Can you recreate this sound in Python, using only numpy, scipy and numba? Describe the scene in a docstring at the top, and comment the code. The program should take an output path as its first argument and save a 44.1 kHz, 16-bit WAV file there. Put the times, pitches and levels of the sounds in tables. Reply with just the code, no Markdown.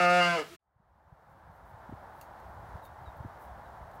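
"""A sheep among trees holds one loud bleat: vocal pulses and puffs of air ring its throat and mouth.
The mouth narrows, the pitch sags and the voice ends in a rasp, scattered by the trunks.
The glade cuts off and a quiet pasture fades in: soft wind bumps on the microphone, small ticks
and rustles of wool being spun, a few faint bird chirps and a distant rush."""
import sys
import numpy as np
from scipy import signal
from scipy.fft import rfft, irfft
from scipy.io import wavfile
from scipy.ndimage import uniform_filter1d
from numba import njit

SR = 44100
rng = np.random.default_rng(int(sys.argv[2]) if len(sys.argv) > 2 else 0)


def master(y):
    """Save y as 16-bit WAV."""
    cut = np.clip(np.atleast_2d(y).T, -1, 1)
    pcm = np.round(cut * 32767)  # scale
    wavfile.write(sys.argv[1], SR, pcm.astype(np.int16))


N = 176400

PRESS_S, NARROW_S, SAG_S, CLOSE_S, MOVE_S = .205, .265, .345, .365, .035  # bleat stages, transition time
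SPLIT_HZ = 3020  # voice body below, treble above


def sheep():
    """One bleat: jittery vocal pulses and pitch-synchronous puffs of air drive throat and mouth."""
    # (time [s], pitch before the sag [Hz])
    pitch = [(0.01, 177.7), (0.044, 176.3), (0.186, 178.3), (0.21, 175.1), (0.31, 172.5), (0.34, 170.8)]
    # (time [s], roughness [0-1])
    roughness = [(0, 0.2), (.1, .05), (.19, .06), (.23, .18), (.3, 0), (.345, .16), (.385, 0.61),
                 (.45, 0.7)]
    # (time [s], body level [dB], treble level [dB])
    effort = [(0.01, -24.5, -40), (0.048, -24, -44), (0.206, -24.5, -41), (0.25, -26, -39),
              (0.386, -31.5, -46.5), (0.42, -37, -53.5), (0.47, -84, -61)]
    sag_hz_per_s, jitter, shimmer_db, rasp, treble_rasp = 320, .022, 2, 1.3, .3
    rough = curve(roughness)
    hz = np.maximum(curve(pitch) - sag_hz_per_s * np.maximum(clock() - SAG_S, 0), 130)
    phase = np.cumsum(hz * (1 + jitter * rough * walk(180))) / SR % 1
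    offset_samples = (phase - .5) * SR / hz
    pulses = -unit(np.sinc(offset_samples) * np.exp(-(offset_samples / 6) ** 2))
    pulses *= undb(shimmer_db * rough * walk(150))
    puffs = unit(edge(noise(), 990, "high", order=2) * np.exp(-((phase - .5) % 1) / .8))
    source = smear(pulses + rasp * rough * puffs)
    body = mouth(source, closing_mouth(source + rough * puffs, pulses, puffs))
    treble = throat_treble(source + (treble_rasp + rough) * puffs)
    voice = body * undb(curve(effort) + 1.5) + treble * undb(curve(effort, column=2) - .5)
    return voice * (1 - ramp(.438, .03))


def mouth(source, closing):
    """Throat and mouth shape the voice body: open, pressed, narrowed, then closing."""
    # response of each shape (frequency [Hz], gain [dB])
    wide_open = [(88, -42.5), (150, -7), (343, -10.5), (717, 2), (894, -11), (1040, -26), (1190, -7),
                 (1230, 1.5), (1460, -4.5), (1620, -12.5), (1750, -7), (1940, -16), (2100, -5.5),
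                 (2420, -15.5), (2720, -5), (2830, -10.5), (3090, -28), (3300, -38.5), (4290, -60.5),
                 (7260, -120)]
    pressed = [(88, -38.5), (150, -3.5), (334, -9), (506, -3.5), (708, 1), (917, -10), (1420, 2),
               (1620, -2), (1820, -21.5), (2020, 0), (2130, 0), (2420, -28), (2680, -2.5), (2830, 5.5),
               (2940, -4), (3130, -23.5), (3300, -27.5), (4290, -57.5), (7260, -120)]
    narrowed = [(88, -42.5), (150, -7), (182, -3.5), (348, -16.5), (493, -11.5), (647, 5.5), (699, 0),
                (871, -17), (1000, -2), (1220, -11), (1580, -1), (1800, -24.5), (2020, -7.5), (2270, -11.5),
                (2420, -14.5), (2860, -10), (3300, -29), (4290, -56), (7260, -120)]
    stages = (PRESS_S, colour(source, pressed)), (NARROW_S, colour(source, narrowed)), (CLOSE_S, closing)

    def body_band(x):
        return steady(edge(edge(x, SPLIT_HZ, "low", order=10), 130, "high", order=3))

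    body = body_band(colour(source, wide_open))
    for at_s, shaped in stages:
        body += ramp(at_s, MOVE_S) * (body_band(shaped) - body)
    return steady(body)


def closing_mouth(source, pulses, puffs):
    """As the jaw closes, the lowest resonance falls and the upper ones are muffled."""
    # upper resonances (centre [Hz], width [Hz], gain [dB])
    formants = [(830, 200, -10.5), (1272, 43, 4), (1565, 200, -3.5), (2102, 160, -2), (2800, 260, -5)]
    jaw_fall_hz_per_s, muffle_db_per_s = 2660, 82
    since_sag_s = clock() - SAG_S
    jaw_hz = np.clip(613 - jaw_fall_hz_per_s * since_sag_s, 400, 680)
    jaw = undb(5.5) * resonance(pulses + .078 * puffs, jaw_hz, width_hz=110.)
    muffled = source * undb(-muffle_db_per_s * np.clip(since_sag_s, 0, .1))
    return jaw + sum(undb(db) * ring(muffled, hz, width_hz) for hz, width_hz, db in formants)


def throat_treble(source):
    """Fluttering top of the voice; a high throat resonance grows once the voice is pressed."""
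    # (frequency [Hz], gain [dB])
    response = [(1760, -31), (3000, 0.5), (3170, -0.5), (3440, 0.5), (3740, -6), (3950, -3.5), (4790, -2.5),
                (5420, -7), (7900, -13), (8950, -16.5), (10100, -18), (14300, -33.5), (15500, -35.5)]
    flutter_db = 1.5
    treble = edge(colour(source, response), SPLIT_HZ, "high")
    treble += undb(-1.5) * ramp(PRESS_S, MOVE_S) * ring(treble, hz=4800, width_hz=390)
    early = undb(-4.5) * scatter(treble, t60_s=.05, onset_s=.002)
    return steady(treble + early) * undb(flutter_db * walk(60))


def smear(x):
    """Many short paths delay each part of the treble differently, blurring the pulses but not the pitch."""
    max_delay_s, from_hz, full_hz = .007, 900, 2450
    hz = np.fft.rfftfreq(N, 1 / SR)
    knots_hz = np.arange(0, SR / 2, 250)
    delay_s = max_delay_s * np.interp(hz, knots_hz, rng.random(len(knots_hz)))
    delay_s *= np.interp(hz, [from_hz, full_hz], [0, 1])
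    return irfft(rfft(x) * np.exp(-2j * np.pi * np.cumsum(delay_s) * SR / N), N)


def glade(voice):
    """The bleat scatters off the trunks over a soft background; a faint low tone follows it."""
    # background (frequency [Hz], gain [dB])
    spectrum = [(24, -47), (40, -18.5), (160, -7.5), (257, -23), (346, -3.5), (554, -44), (676, -8),
                (784, -35), (845, -18), (1320, -13.5), (1490, -18), (2110, -16.5), (15000, -33.5)]
    hum_hz = 345 * (1 + .0106 * walk(40))
    hum = undb(-48) * tone(hum_hz) * swell(.53, .035)
    trunks = undb(-10) * scatter(voice, t60_s=.26, onset_s=.013)
    background = undb(-52.5) * unit(colour(noise(), spectrum))
    return voice + trunks + background + hum


def wind_bumps():
    """Eddies push the microphone for a cycle or two."""
    # (time [s], pitch [Hz], level [dB])
    eddies = [(.765, 95.3, -58.5), (.803, 150.3, -56.5), (0.959, 140, -61), (1.128, 115, -44),
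              (1.323, 111, -56.5), (1.5, 125, -45), (1.745, 96, -41), (1.895, 200, -36.5),
              (1.927, 249, -34), (1.937, 100, -35), (2.559, 146, -49.5), (2.691, 142, -48),
              (2.745, 67.5, -38), (2.757, 119, -36.5), (3.019, 98.5, -44), (3.083, 72.6, -38.5),
              (3.208, 100, -32.5), (3.25, 226, -34), (3.26, 105, -33), (3.521, 80.5, -43.5),
              (3.825, 59, -38.5)]
    sigma_cycles = .39
    out = np.zeros(N)
    for at_s, hz, db in eddies:
        cycles = (clock() - at_s) * hz
        out += undb(db) * np.sin(2 * np.pi * cycles) * np.exp(-.5 * (cycles / sigma_cycles) ** 2)
    return out


def ticks():
    """Small dry clicks of spinning, each with a brief ring and a short tail."""
    # (time [s], drive level [dB], decay [s])
    clicks = [(2.213, -41.5, 0.00072), (2.398, -68, 0.0053), (2.69, -68, .003), (2.852, -57, 0.0022),
              (3.914, -68, .003)]
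    # (frequency [Hz], gain [dB])
    spectrum = [(1500, -13), (4000, -5), (8200, -1), (12500, 4), (15500, -1)]
    # (centre [Hz], width [Hz], gain [dB])
    modes = [(2740, 130, 10.5), (4440, 450, 6.5), (6630, 380, 8.5)]
    tail_db, tail_s = -17.5, .02
    envelope = np.zeros(N)
    for at_s, db, decay_s in clicks:
        age_s = np.maximum(clock() - at_s, 0)
        tail = undb(tail_db) * np.exp(-age_s / tail_s)
        envelope += undb(db) * (age_s > 0) * (np.exp(-age_s / decay_s) + tail)
    contact = envelope * noise() + 1e-18
    ringing = sum(undb(db) * ring(contact, hz, width_hz) for hz, width_hz, db in modes)
    return colour(contact, spectrum) + ringing


def wool():
    """Fibres slide past each other in soft, grainy swells."""
    # (time [s], level [dB], half length [s])
    rustles = [(1.313, -79.5, 0.025), (1.553, -78, 0.039), (1.69, -74, .04), (2.2, -69, 0.057),
               (2.5, -78, .07), (2.853, -61, 0.021), (3.174, -70, 0.015), (3.426, -66.5, .04),
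               (3.955, -67, .015)]
    # (frequency [Hz], gain [dB])
    spectrum = [(3000, -18), (7000, -15), (9500, -7), (11200, -5), (13000, -3), (15500, -3)]
    grain_db = 3
    envelope = sum(undb(db) * swell(at_s, half_s) for at_s, db, half_s in rustles)
    friction = noise() * undb(grain_db * (walk(670) - .5))
    return envelope * unit(colour(friction, spectrum))


def bird():
    """Thin whistles that slide down and level off."""
    # (time [s], length [s], level [dB])
    chirps = [(2.82, 0.074, -67.5), (3.052, 0.051, -64.5), (3.655, 0.022, -71)]
    end_hz, drop_hz, glide_s, waver = 3650, 380, .0212, .009
    out = np.zeros(N)
    for at_s, length_s, db in chirps:
        age_s = np.clip(clock() - at_s, 0, length_s)
        hz = (end_hz + drop_hz * np.exp(-age_s / glide_s)) * (1 + waver * walk(300))
        envelope = np.sqrt(np.abs(np.sin(np.pi * age_s / length_s)))
        out += undb(db) * envelope * tone(hz)
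    return out


def air():
    """A smooth distant rush fades in; an unsteady wind rumble comes up a little ahead of it."""
    # (time [s], level [dB])
    fade = [(0.6, -93), (0.67, -82.5), (0.84, -71.5), (1.24, -60), (1.85, -52), (2.79, -49.5),
            (2.81, -51.5), (3.46, -49.5), (4.0, -50.5)]
    # (frequency [Hz], gain [dB])
    rush_spectrum = [(120, -50), (200, -7), (253, -12.5), (358, -11), (471, -10), (525, -6), (677, -1),
                     (874, 1), (1190, -7), (1400, -8), (1710, -12), (2560, -29), (3820, -31), (4840, -35),
                     (7480, -39.5), (10200, -40), (11200, -39), (15500, -39.5)]
    rumble_spectrum = [(15, -51), (25, -19), (43, -5.5), (65, 2), (135, -7), (188, -9.5), (260, -29.5),
                       (340, -31), (570, -120)]
    swell_db, gust_db = .3, 2.6
    fade_db = curve(fade)
    lead_db = .056 * (fade_db.max() - fade_db)
    rush = unit(edge(colour(noise(), rush_spectrum), 156, "high", order=3))
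    rush *= undb(.5 + swell_db * walk(8.9))
    rumble = unit(edge(colour(noise(), rumble_spectrum), 195, "low", order=4))
    rumble *= undb(-5 + lead_db + gust_db * walk(25.4))
    return (rush + rumble) * undb(fade_db) * ramp(.6, .04)


def scatter(x, t60_s, onset_s):
    """Dense reflections that begin after a delay and die away."""
    response = noise() * undb(-60 * clock() / t60_s) * ramp(onset_s, onset_s)
    return signal.fftconvolve(x, response / np.linalg.norm(response))[:N]


def colour(x, points):
    """Minimum-phase filter through (frequency [Hz], gain [dB]) points."""
    size = 4096
    hz, db = np.array(points).T
    gain = undb(np.interp(np.log(np.fft.rfftfreq(size, 1 / SR) + 1), np.log(hz), db))
    cepstrum = irfft(np.log(gain))
    cepstrum[1:size // 2] *= 2
    cepstrum[size // 2 + 1:] = 0
    return signal.fftconvolve(x, irfft(np.exp(rfft(cepstrum))))[:N]


@njit
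def resonance(x, hz, width_hz):
    """State-variable band-pass with a moving centre."""
    y = np.empty(len(x))
    band_state, low_state = 0., 0.
    for i in range(len(x)):
        g, damping = np.tan(np.pi * hz[i] / SR), width_hz / hz[i]
        band = (band_state + g * (x[i] - low_state)) / (1 + g * (g + damping))
        band_state = 2 * band - band_state
        low_state += 2 * g * band
        y[i] = damping * band
    return y


def ring(x, hz, width_hz):
    """Band-pass with a constant centre."""
    return resonance(x, np.full(N, float(hz)), float(width_hz))


def edge(x, hz, kind, order=6):
    """Low-pass or high-pass."""
    return signal.sosfilt(signal.butter(order, hz, kind, fs=SR, output="sos"), x)


def tone(hz):
    """Sine following a pitch curve."""
    return np.sin(2 * np.pi * np.cumsum(hz) / SR)


def noise():
    """White noise."""
    return rng.standard_normal(N)


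def walk(rate_hz):
    """Smooth random drift, rms 1."""
    hold = max(int(SR / rate_hz), 1)
    steps = np.repeat(rng.standard_normal(N // hold + 1), hold)
    return unit(uniform_filter1d(steps, hold)[:N])


def curve(rows, column=1):
    """One table column, interpolated linearly in time."""
    rows = np.array(rows)
    return np.interp(clock(), rows[:, 0], rows[:, column])


def ramp(at_s, length_s):
    """Rise from 0 to 1, centred on at_s."""
    return np.clip((clock() - at_s) / length_s + .5, 0, 1)


def swell(at_s, half_s):
    """Bell-shaped envelope, peak 1."""
    return np.exp(-((clock() - at_s) / half_s) ** 2)


def steady(x):
    """Hold the short-term rms at 1."""
    return x / np.sqrt(np.abs(uniform_filter1d(x ** 2, SR // 44)) + 1e-12)


def unit(x):
    """Scale to rms 1."""
    return x / np.sqrt(np.mean(x ** 2))


def undb(db):
    """Decibels to gain."""
    return 10 ** (np.asarray(db) / 20)


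def clock():
    """Sample times [s]."""
    return np.arange(N) / SR


def scene():
    """The sheep's glade cuts off, then the pasture comes up; mono."""
    cut_s = .558
    bleat = glade(sheep()) * (1 - ramp(cut_s, .015))
    pasture = air() + wind_bumps() + ticks() + wool() + bird()
    return (bleat + pasture)[None]


def record(dry):
    """Cut the deepest bass and the top."""
    bottom_hz, top_hz = 27, 15700
    low_pass = signal.ellip(8, .2, 70, top_hz, fs=SR, output="sos")
    return signal.sosfilt(low_pass, edge(dry, bottom_hz, "high", order=2))


dry = scene()
out = record(dry)
master(out)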